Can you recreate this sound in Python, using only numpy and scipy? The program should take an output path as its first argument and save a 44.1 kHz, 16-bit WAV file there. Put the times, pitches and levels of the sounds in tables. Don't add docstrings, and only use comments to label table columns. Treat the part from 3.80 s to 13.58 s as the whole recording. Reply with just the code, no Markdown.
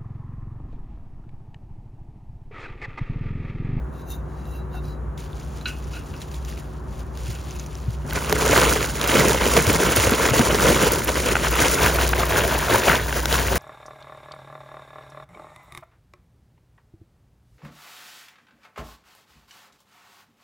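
import sys
import numpy as np
from scipy import signal
from scipy.fft import rfft, irfft, next_fast_len
from scipy.io import wavfile
from scipy.ndimage import uniform_filter1d, map_coordinates

SR = 44100
rng = np.random.default_rng(int(sys.argv[2]) if len(sys.argv) > 2 else 0)


def unload_wav(signal):
    wavfile.write(
        sys.argv[1],
        SR,
        np.round(np.clip(np.atleast_2d(signal).T, -1, 1) * 32767).astype(np.int16),
    )


N = 431298


def amp(db):
    return 10 ** (np.asarray(db) / 20)


def unit(x):
    return x / np.sqrt(np.mean(x ** 2) + 1e-20)


def along(points, hz):
    f, v = np.transpose(points)
    return np.interp(np.log(hz + 1), np.log(f + 1), v)


def curves(rows):
    s, *columns = np.transpose(rows)
    t = np.arange(N) / SR
    inside = 1.0 * ((t >= s[0]) & (t <= s[-1]))
    gate = uniform_filter1d(inside, size=300)
    return [gate] + [np.interp(t, s, column) for column in columns]


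def wobble(rate):
    points = rng.standard_normal(int(N * rate / SR) + 4)
    return map_coordinates(points, [np.arange(N) * rate / SR])


def swells(rows, fall):
    t = np.arange(0, N, 64) / SR
    s, length, db = np.array(list(rows)).T[:, :, None]
    u = (t - s) / length * (1 + fall) * np.where(t > s, 1 / fall, 1)
    power = amp(2 * db - 12 * u ** 2).sum(axis=0)
    return np.interp(np.arange(N) / SR, t, power)


def filtered(x, response):
    m = next_fast_len(N + SR // 2)
    return irfft(rfft(x, m) * response(np.fft.rfftfreq(m, 1 / SR)), m)[..., :N]


def coloured(x, spectrum):
    return unit(filtered(x, lambda hz: amp(along(spectrum, hz))))


def modes(x, table):
    def response(f):
        total = 0
        for k, (centre, width, db) in enumerate(table):
            damping = 1j * f * width
            total = total + (-1) ** k * amp(db) * damping / (centre * centre - f * f + damping)
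        return total
    return filtered(x, response)


def grains(start, end, lo_hz, hi_hz, cycles, spread_db, smooth, count, size):
    when, pitch, big, sign = rng.random((count, 4)).T[:, :, None]
    hz = lo_hz * (hi_hz / lo_hz) ** pitch
    n = np.arange(size)
    strength = hz * amp(-spread_db * np.log(1.002 - big) - 30 * n * hz / SR / cycles)
    wave = strength * np.sign(sign - .5) * np.sin(2 * np.pi * hz * n / SR)
    at = ((start + (end - start) * when) * SR).astype(int) + n
    rain = np.bincount(at.ravel(), wave.ravel(), N + SR)[:N]
    share = np.clip(smooth, 0, 1)
    separate = unit(rain) * np.sqrt((end - start) * SR / N * (1 - share))
    return separate + np.sqrt(share) * rng.standard_normal(N)


def add_at(track, s, sound):
    track[round(s * SR):][:len(sound)] += sound


def knocks(rows, partials, cycles, body_db, crack_db, crack_t60, crack_hz):
    bodies, cracks, t = np.zeros(N + SR), np.zeros(N + SR), np.arange(2000) / SR
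    for s, db, hz, rel_db in rows:
        ring = sum(amp(level) * np.sin(2 * np.pi * k * hz * t) for k, level in partials)
        fade = amp(db + body_db - 30 * t * hz / cycles)
        onset = 1 - np.exp(-3 * t * hz)
        add_at(bodies, s, fade * onset * ring)
        crack_fade = amp(db + rel_db + crack_db - 60 * t / crack_t60)
        add_at(cracks, s, crack_fade * rng.standard_normal(len(t)))
    return bodies[:N] + filtered(cracks[:N], lambda hz: 1 / (1 + 1j * hz / crack_hz) ** 2)


def ports(x, alike, size):
    z = signal.stft(x, nperseg=size)[2]
    scrambled = z * np.exp(2j * np.pi * rng.random(z.shape))
    other = signal.istft(scrambled, nperseg=size)[1][:N]
    other = unit(other) * np.std(x)

    def shares(hz):
        turn = np.arccos(np.clip(along(alike, hz), 0, 1)) / 2
        return np.array([np.cos(turn), np.sin(turn)])
    mid, side = filtered(np.array([x, other]), shares)
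    return np.array([mid + side, mid - side])


# t/s, level/dB
HUM_LEVEL = [(0.0, -31.5), (0.63, -32.5), (1.03, -29), (1.36, -32.5), (2.37, -34), (2.56, -32.5),
             (4.03, -34), (4.22, -31), (4.9, -28), (5.01, -31), (6.32, -28.5), (6.62, -31.5), (7.9, -28),
             (8.04, -24.5), (8.85, -29), (9.04, -36), (9.53, -26), (9.78, -29)]
# f/Hz, wander/Hz, level/dB relative to the hum's level
HUM_TONES = [(61.5, 1.6, 1.5), (148.5, 1.2, -6.5), (369.7, 4, -15), (918, 12, -26)]
# f/Hz, level/dB
AIR_COLOUR = [(30, -46), (50, 0), (100, -8), (200, -14.5), (400, -19), (700, -24), (1100, -24.5),
              (1600, -32), (2500, -47.5), (5000, -61), (9000, -49), (12000, -60), (16000, -64)]
LOUDER_S = 4.25


def room():
    _, hum_db = curves(HUM_LEVEL)
    tones = 0
    for hz, wander, db in HUM_TONES:
        level = amp(db + 1.6 * wobble(5))
        phase = 2 * np.pi * np.cumsum(hz + wander * wobble(6)) / SR
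        tones = tones + level * np.sin(phase)
    rumble = modes(rng.standard_normal(N), [(58.0, 18, 0)])
    rumble = unit(modes(rumble, [(58.7, 24, 0)]))
    air = coloured(rng.standard_normal(N), AIR_COLOUR) * amp(0.25 * wobble(2.7))
    air_db = np.where(np.arange(N) > LOUDER_S * SR, -31, -35)
    return amp(hum_db) * (tones + amp(-14.5) * rumble) + amp(air_db) * air


# t/s, level/dB, f/Hz
THUD_HITS = [(3.488, -13.5, 114), (4.081, -8, 112), (4.531, -13, 165), (4.696, -2, 413), (4.708, -12, 110),
             (4.82, -4, 420), (4.913, -12, 145), (5.013, -8, 425), (5.355, -4, 420), (5.372, -10, 263),
             (5.385, -8, 177), (5.449, -14, 110), (5.468, -9, 204), (5.622, -11, 170), (5.665, -6, 430),
             (5.775, -6, 455), (5.776, -11, 204), (5.806, -12, 150), (5.873, -6.5, 95), (5.9, -3, 400),
             (5.954, -7, 165), (6.031, -9, 420), (6.096, -15, 190), (6.18, -6.5, 95), (6.263, -10, 100),
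             (6.319, -5, 226), (6.339, -6, 340), (6.459, -9, 440), (6.49, -5, 500), (6.512, -6, 120),
             (6.818, -12, 209), (6.89, -9, 140), (7.036, -8, 160), (7.301, -7, 500), (7.818, -14, 120),
             (8.582, -6, 490), (8.932, -4, 390), (9.097, -10.5, 160), (9.141, -10, 510), (9.728, -13, 440)]
THUD_CYCLES = 7.9


def thuds():
    out, t = np.zeros(N + SR), np.arange(SR // 4) / SR
    for s, db, hz in THUD_HITS:
        fade = amp(db - 60 * t * hz / THUD_CYCLES)
        onset = 1 - np.exp(-2.5 * t * hz)
        add_at(out, s, fade * np.sin(2 * np.pi * hz * t) * onset)
    return out[:N]


# t/s, level/dB, extra level/dB of the modes above 3000 Hz
POT_TOUCHES = [(1.812, -55, 4), (1.8562, -29.5, 0.5), (1.885, -37, -8), (2.134, -45, -2), (2.146, -45, -2),
               (2.165, -43.5, -6), (2.339, -48, -10), (2.675, -52, -10), (3.465, -50, -12),
               (3.528, -52, -12), (3.555, -50, -12), (3.748, -53, -12), (3.798, -53, -12)]
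# f/Hz, level/dB, time to fall 60 dB/s
POT_MODES = [(1390, -16, .1), (1465, 0, 0.2), (1590, -9, .08), (2330, -11, 0.12), (2590, -3.5, 0.31),
             (2810, -3.5, 0.25), (3520, -10, .04), (3860, -6, .04), (4020, -0.5, 0.1), (4230, -9, 0.028)]


def clinks():
    out, t = np.zeros(N + SR), np.arange(SR // 4) / SR
    front = (1 - np.exp(-t / 0.0018)) * (1 + 2.0 * np.exp(-t / 0.0064))
    for s, db, upper_db in POT_TOUCHES:
        for hz, level, t60 in POT_MODES:
            drift = np.cumsum(rng.normal(0, 0.085, len(t)))
            strength_db = db + level + upper_db * (hz > 3000) + rng.normal(0, 1.0)
            add_at(out, s, amp(strength_db - 60 * t / t60) * np.sin(2 * np.pi * hz * t + drift) * front)
    return out[:N]


# peak t/s, length/s, hiss level/dB, then the level/dB of each of five voices
SOIL_SLIDES = [(0.176, 0.06, -57, -34, -36, -31, -34, -40), (0.311, 0.086, -54, -27, -22, -29, -26, -34),
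               (0.62, 0.25, -59, -46, -52, -43, -51, -50), (0.71, 0.11, -63, -30, -42, -35, -33, -42),
               (0.79, 0.1, -66, -34, -44, -35, -44, -45), (0.955, 0.065, -65, -25, -29, -32, -35, -17),
               (1.085, 0.09, -56, -46, -46, -31, -42, -42)]
# f/Hz, width/Hz, level/dB
BLADE_MODES = [(750, 60, -6), (1440, 36, -10), (2712, 20, -2), (3705, 26, -3), (3915, 18, 2),
               (4270, 37, -15), (4840, 32, -17), (5450, 60, -18), (5640, 20, -13), (6095, 50, -9),
               (6580, 32, -8), (7205, 45, -11), (8400, 44, -16), (9400, 60, -11), (9800, 230, -8),
               (10600, 80, -11), (12000, 100, -11), (12900, 100, -10), (14000, 90, -6), (14900, 100, -12)]
VOICE_EDGES = [3000, 3800, 5000]
LOWEST_HZ = 2000
# f/Hz, level/dB
SOIL_COLOUR = [(800, -30), (1500, -6), (2600, -1), (4000, -3), (5500, -4), (7000, -2), (9000, 1),
               (10500, -3), (11500, -10), (13000, -9), (15500, -9)]


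def scoop():
    slides = np.array(SOIL_SLIDES)
    hiss, *voices = (np.sqrt(swells(slides[:, [0, 1, k]], fall=1.2)) for k in range(2, 8))
    rub = grains(0, 1.4, 600, 16000, cycles=1.3, spread_db=3.0, smooth=0.65, count=4000, size=120)
    rub = rub * amp(2.3 * wobble(30))
    sing = 0
    for mode in BLADE_MODES:
        hz = mode[0]
        voice = voices[-1 if hz < LOWEST_HZ else np.searchsorted(VOICE_EDGES, hz)]
        waver_db = 1.2 * wobble(9) + 2.5 * wobble(35)
        sing = sing + modes(voice * amp(waver_db) * rub, [mode])
    bent = map_coordinates(sing, [np.arange(N) + 5 * wobble(9)])
    return bent + hiss * coloured(rub, SOIL_COLOUR)


# t/s, crumbling level/dB
HAND_MOVES = [(1.375, -54), (1.5, -58), (1.9, -52), (2.3, -53.5), (2.9, -57), (3.03, -64), (3.2, -51.5),
              (3.3, -66), (3.4, -47), (3.65, -49.5), (3.9, -54.5), (4.26, -70)]
# peak t/s, length/s, level/dB
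FINGER_PRESSES = [(1.395, 0.096, -50.5), (1.577, .1, -53), (1.642, 0.039, -50.5), (1.777, 0.045, -50.5),
                  (1.875, 0.047, -43), (2.155, 0.068, -47.5), (2.42, 0.032, -45), (2.53, 0.06, -48),
                  (2.69, 0.084, -47), (2.78, 0.05, -48), (3.48, 0.1, -47.5), (3.508, 0.031, -43),
                  (3.743, 0.16, -47), (3.8, 0.021, -45), (3.987, 0.17, -50.5), (4.12, 0.1, -50)]
# t/s, level/dB, f/Hz, crack level/dB relative to
CRUMB_SNAPS = [(0.655, -32, 3880, -13), (1.0555, -33, 5530, -9), (1.378, -24, 3590, -13),
               (1.531, -26, 3620, -26), (1.8122, -23, 3980, -12), (1.8587, -23, 3960, -33),
               (2.0457, -29, 5490, -27), (2.3395, -23, 2750, -18), (2.365, -26, 5200, -14),
               (2.418, -20, 3940, -22), (2.516, -29, 6500, -6), (2.5436, -21, 3540, -9),
               (2.6494, -19, 6070, -11), (2.6748, -32, 2810, -14), (2.699, -30, 5500, -8),
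               (2.7252, -25, 1900, -20), (2.776, -26, 2400, -8), (3.3738, -25, 3010, -2),
               (3.4665, -32, 2640, -14), (3.5025, -21, 5960, -18), (3.505, -22, 4100, -22),
               (3.701, -25, 3600, -20), (3.709, -15, 6300, -17), (3.789, -22, 7000, -20),
               (3.7973, -12, 6350, -30), (3.801, -18, 6100, -30), (3.8628, -18, 6000, -14),
               (3.9537, -19, 5700, -20)]


def fingers():
    on, moving_db = curves(HAND_MOVES)
    crumble = grains(1.36, 4.3, 1500, 16000, cycles=3, spread_db=2.6, smooth=.3, count=7000, size=120)
    effort = np.sqrt(amp(2 * moving_db) + swells(FINGER_PRESSES, fall=1.6))
    flutter_db = 0.87 * wobble(24.6) + 1.5 * wobble(60)
    crumble = on * effort * amp(flutter_db) * coloured(crumble, SOIL_COLOUR)
    ticks = knocks(CRUMB_SNAPS, [(1, 0)], cycles=10, body_db=-6, crack_db=2, crack_t60=0.006, crack_hz=15000)
    return crumble + ticks


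# t/s, level/dB, level/dB of the part up to 7200 Hz relative to the rest
BRIGHT_BURSTS = [(4.3336, -10.5, -9), (4.527, -5, -4), (4.735, -7, -2), (4.819, -11, -7), (5.2136, -11, -7),
                 (5.2401, -10, 1), (5.276, -9, -3), (5.8692, -5, 2), (5.9305, -6, -9), (6.0448, -10, -7),
                 (6.1201, -13, -6), (6.163, -4, 3), (6.2268, -7, -12), (6.3082, -6, -10), (6.5937, -8, 8),
                 (7.027, -9, -8), (7.12, -2, -12), (7.159, -10, 3), (7.2465, -9, -20), (7.275, -7, -16),
                 (7.7105, -8, -16), (7.7559, -7, -14), (8.145, -9, -17), (8.2915, -8, 3),
                 (8.3111, -13, -15), (8.4545, -9, -16), (8.4942, -12, -10), (8.784, -6, -17),
                 (9.0933, -14, -5), (9.457, -10, 6), (9.7563, -8, -16)]


def bright_bursts():
    high, low, t = np.zeros(N + SR), np.zeros(N + SR), np.arange(300) / SR
    for s, db, low_db in BRIGHT_BURSTS:
        burst = amp(db - 60 * t / 0.0035) * rng.standard_normal(len(t))
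        add_at(high, s, burst)
        add_at(low, s, amp(low_db) * burst)
    high = filtered(high[:N], lambda hz: hz > 7200)
    low = filtered(low[:N], lambda hz: (hz <= 7200) / (1 + (3000 / (hz + 1)) ** 4))
    return high + low


# t/s, level/dB, f/Hz, crack level/dB relative to the grain
STONE_HITS = [(4.309, -18, 3000, -12), (4.326, -15, 1500, -25), (4.4964, -17, 436, 3),
              (4.4966, -14, 1510, -18), (4.526, -4.5, 428, -2), (4.622, -14, 440, -4),
              (4.6222, -14, 1310, -20), (4.648, -9.5, 428, -19), (4.731, -3, 580, -13),
              (4.834, -6.5, 480, 0), (4.911, -13, 506, -12), (4.961, -11.5, 434, -9),
              (5.008, -11, 2280, -14), (5.028, -9.5, 2520, -4), (5.214, -17.5, 493, 7.5),
              (5.2427, -13, 1280, -5), (5.276, -14, 1280, -17), (5.34, -9, 510, -19), (5.432, -14, 404, -5),
              (5.494, -11, 1380, -18), (5.52, -7, 930, -23), (5.545, -6, 540, -27), (5.611, -7, 970, -15),
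              (5.736, -10, 480, -6), (5.768, -4.5, 685, -1), (5.8, -7, 1580, -14), (5.947, -11, 1000, -10),
              (6.003, -10.5, 348, -15), (6.093, -10, 1310, -18), (6.271, -6, 510, -29),
              (6.4, -10, 483, -32), (6.477, -13, 1900, -20), (6.497, -12, 1420, -13),
              (6.5357, -8, 503, -12), (6.5359, -14, 1570, -20), (6.594, -4.5, 705, -5.5),
              (6.597, -1, 240, -30), (6.636, -15, 1330, -16), (6.7, -7, 573, -31), (6.746, -8.5, 430, -2),
              (6.7867, -13, 1450, -19), (6.847, -12, 563, -25), (6.871, -6, 445, -9), (6.913, -7, 436, -23),
              (6.964, -12, 528, -4), (7.027, -5.5, 380, -23), (7.07, -6.5, 460, -17.5),
              (7.1585, -11, 930, -7), (7.3564, -15, 1070, -2), (7.469, -15, 1770, -18),
              (7.5548, -1, 1450, -17), (7.567, -4.5, 1460, -21), (7.6695, -8, 1500, -20),
              (7.74, -9, 1410, -10), (7.79, -7, 1570, -25), (7.855, -6, 510, -12), (7.81, -16, 1500, -20),
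              (8.014, -15, 611, -11), (8.062, -3, 1550, -22), (8.186, -8, 1410, -18),
              (8.221, -11, 706, -14), (8.3328, -3, 1400, -27), (8.3355, -5, 1590, -28),
              (8.428, -11, 1090, -22), (8.433, -3, 1200, -20), (8.568, -10, 1600, -20),
              (8.64, -11, 1590, -18), (8.725, -12, 630, -17), (8.778, -10, 940, -21),
              (8.837, -14, 990, -15), (8.946, -1.5, 905, -26), (9.0188, -12, 1930, -10),
              (9.036, -13, 2600, -10), (9.096, -4, 1470, -20), (9.079, -3, 636, -18),
              (9.084, -4, 1350, -22), (9.113, -14, 1650, -20), (9.281, -14, 1520, -16),
              (9.294, -17, 1800, -20), (9.308, -16, 1700, -20), (9.327, -8, 1540, -28),
              (9.343, -15, 2000, -13), (9.3675, -13, 1550, -18), (9.4568, -8, 1430, -3.5),
              (9.527, -17, 581, 6), (9.759, -12.5, 1840, -7)]
# multiple of its pitch, level/dB
STONE_MODES = [(1, 0), (1.36, -7), (1.72, -9), (.6, -7)]


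def stones():
    return knocks(STONE_HITS, STONE_MODES, cycles=8, body_db=-1.5, crack_db=8, crack_t60=.006, crack_hz=6000)


LOWERED_S = 8
# f/Hz, level/dB
HOLLOW_COLOUR = [(50, -10), (100, 0.5), (200, -3), (320, 0.5), (450, 4.5), (600, -2.5), (900, -48),
                 (1500, -12.5)]
# f/Hz, level/dB
FULLER_COLOUR = [(50, -8), (100, 6), (150, -5.5), (300, -0.5), (450, 5), (620, 0.5), (900, -4.5),
                 (1500, -34)]


def boom(weight, spurts):
    thumps = grains(4.2, 9.78, 109.7, 803, cycles=3.84, spread_db=1.5, smooth=0.59, count=3000, size=1500)
    lowered = np.arange(N) > LOWERED_S * SR
    tone = np.where(lowered, coloured(thumps, FULLER_COLOUR), coloured(thumps, HOLLOW_COLOUR))
    return weight * amp(1.2 * spurts + 0.75 * wobble(17)) * tone


# f/Hz, level/dB
RIM_HISS_COLOUR = [(1500, -30), (3000, -8), (5000, -5), (7000, -2), (8500, 1), (10500, -2.5), (12800, -14),
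                   (15500, -8)]
# f/Hz, level/dB
LOW_HISS_COLOUR = [(1500, -30), (3000, -6), (5500, -4), (7500, -2), (9500, 1), (10500, -1), (11500, -9),
                   (13500, -7), (15500, -4)]
FULL_FLOW_DB, HISS_GROWS = -31.5, 0.73


def hiss(flow, mouth_db, spurts):
    fizz = grains(4.2, 9.78, 5200, 16700, cycles=1.7, spread_db=5.0, smooth=0.53, count=30000, size=40)
    lowered = np.arange(N) > LOWERED_S * SR
    tone = np.where(lowered, coloured(fizz, LOW_HISS_COLOUR), coloured(fizz, RIM_HISS_COLOUR))
    through = amp(FULL_FLOW_DB + mouth_db) * (flow / amp(FULL_FLOW_DB)) ** HISS_GROWS
    return through * amp(1.47 * spurts + 1.27 * wobble(24) + 1.37 * wobble(50)) * tone


# f/Hz, level/dB
ON_SOIL_COLOUR = [(350, 2), (650, 3), (780, -2.5), (950, 4), (1200, 1), (1450, 4), (1800, -1.5), (2080, 0),
                  (2400, -2.5), (3000, -3.5), (4500, -12.5), (7000, -50)]
# f/Hz, level/dB
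ON_GRIT_COLOUR = [(350, -2.5), (650, 3), (780, -3), (950, 4.5), (1230, -1), (1520, 3.5), (2100, -2),
                  (3000, -4.5), (4500, -12.5), (7000, -50)]
COVERED_S = 8


def patter(flow, spurts):
    pebbles = grains(4.2, 9.78, 500, 5000, cycles=7, spread_db=2.3, smooth=.2, count=9000, size=500)
    covered = np.arange(N) > COVERED_S * SR
    tone = np.where(covered, coloured(pebbles, ON_GRIT_COLOUR), coloured(pebbles, ON_SOIL_COLOUR))
    return flow * amp(spurts) * tone


# t/s, patter level/dB, hiss level/dB over the patter at the reference flow
TRICKLE = [(4.2, -58, -13), (4.31, -40, 1), (4.45, -36, -2.5), (4.62, -29, -1), (4.95, -29, 2.5),
           (5.15, -41.5, 1), (5.35, -29, 0), (5.95, -28.5, 1), (6.2, -25.5, 1.5), (7.05, -26.5, 0.5),
           (7.25, -35.5, -0.5), (7.7, -31.5, 0), (8.0, -28, 0.5), (8.35, -32.5, 0.5), (9.05, -28, 0),
           (9.25, -37, 0.5), (9.45, -37, 1.5), (9.6, -30, 2.5), (9.78, -30.5, -1)]
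TRICKLE_BOOM_DB = -3
# peak t/s, length/s, patter level/dB, boom level/dB over the patter
SHAKES = [(4.365, 0.048, -29.5, -6.5), (4.526, 0.053, -40, 11), (4.775, 0.22, -23, -0.5),
          (4.877, 0.24, -28, -1), (5.259, 0.14, -30, -4), (5.371, 0.13, -21.5, 0.5), (5.485, 0.1, -27, 3.5),
          (5.64, 0.096, -26.5, 0), (5.774, 0.038, -23.5, 3.5), (5.896, 0.05, -30, 7),
          (6.06, 0.11, -28.5, 4), (6.166, 0.024, -24.5, -2), (6.328, 0.04, -25, 2),
          (6.44, 0.16, -28.5, 1.5), (6.569, 0.043, -26, 3.5), (6.737, 0.15, -29.5, 5),
          (6.871, 0.082, -23.5, 2), (6.968, 0.031, -22.5, 0), (7.038, 0.071, -23, -1),
          (7.149, 0.084, -30, 5), (7.294, 0.033, -24.5, -2), (7.383, 0.052, -29.5, 0.5),
          (7.488, 0.088, -24.5, 0.5), (7.65, 0.05, -26, -4), (7.823, 0.13, -21.5, -6),
          (8.041, 0.091, -23.5, -0.5), (8.211, 0.068, -23.5, -5.5), (8.403, 0.054, -25, -0.5),
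          (8.573, 0.17, -23.5, -2.5), (8.743, 0.051, -24.5, -4.5), (8.928, 0.066, -22, -2.5),
          (9.115, 0.12, -21.5, -6), (9.298, 0.018, -30, -6), (9.375, 0.055, -31.5, -1),
          (9.551, 0.097, -25.5, -4), (9.729, 0.036, -29.5, 4.5)]
# t/s, level/dB
POUR_DIPS = [(4.32, -7), (4.342, -5), (5.595, -6), (5.83, -3), (5.975, -5.5), (6.37, -3.5), (6.522, -6),
             (6.77, -4.5), (7.15, -4), (7.545, -3), (8.175, -1.5), (8.445, -2)]
DIP_S = 0.0089


def pour():
    on, trickle_db, mouth_db = curves(TRICKLE)
    s, length, db, hollow_db = np.transpose(SHAKES)
    flow = np.sqrt(amp(2 * trickle_db) + swells(zip(s, length, db), fall=1.1))
    boom_power = swells(zip(s, length, db + hollow_db), fall=1.46)
    weight = np.sqrt(amp(2 * (trickle_db + TRICKLE_BOOM_DB)) + boom_power)
    spurts = 0.55 * wobble(30) + 0.92 * wobble(70)
    t = np.arange(N) / SR
    dip_db = sum(depth * np.exp(-((t - middle) / DIP_S) ** 2) for middle, depth in POUR_DIPS)
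    grit = patter(flow, spurts) + boom(weight, spurts) + hiss(flow, mouth_db, spurts)
    return on * amp(dip_db) * grit + stones()


# t/s, left over right level/dB
BAG_PATH = [(4.2, -1), (5.5, -.9), (7, -.4), (8.2, .3), (9.78, 1.1)]
# f/Hz, likeness (1 = the same)
NEAR_LIKENESS = [(60, .9), (200, .87), (420, .94), (800, .82), (1400, .94), (1900, 1), (2400, 1),
                 (3400, .92), (5400, 1), (6600, 1), (7300, .85), (7700, .992), (9050, .992), (10500, .88),
                 (12500, .7), (15500, .86)]
# f/Hz, likeness (1 = the same)
ROOM_LIKENESS = [(60, .97), (200, .9), (500, .5), (800, .3), (1200, .5), (2000, .97), (7700, .99),
                 (9000, .99), (16000, .8)]


def scene():
    _, pan_db = curves(BAG_PATH)
    background = ports(room(), ROOM_LIKENESS, size=4096) * amp([[.3], [-.3]])
    hands = ports(thuds() + clinks() + scoop() + fingers(), NEAR_LIKENESS, size=512) * amp([[.2], [-.2]])
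    bag = ports(bright_bursts() + pour(), NEAR_LIKENESS, size=512) * amp([pan_db / 2, -pan_db / 2])
    return background + hands + bag


# f/Hz, phase/radians
PORT_LEAD = [(0, 0), (500, -.05), (900, -.45), (1200, -.4), (1700, -.05), (2200, 0), (3200, .4), (4200, .3),
             (5200, 0), (6600, 0), (7000, .6), (7350, 1.5), (7700, 3.14), (9050, 3.14), (9900, 2.4),
             (11300, 2.25), (12700, 1.75), (15800, .75)]
TOP_HZ = 15850


def record(dry):
    lead = lambda hz: np.exp(.5j * along(PORT_LEAD, hz) * np.array([[1], [-1]]))
    x = filtered(dry, lead)
    x = x / (1 + np.abs(x) ** 6) ** (1 / 6)
    return filtered(x, lambda hz: (hz < TOP_HZ) / (1 + (36 / (hz + 1)) ** 6))


dry = scene()
out = record(dry)
unload_wav(out)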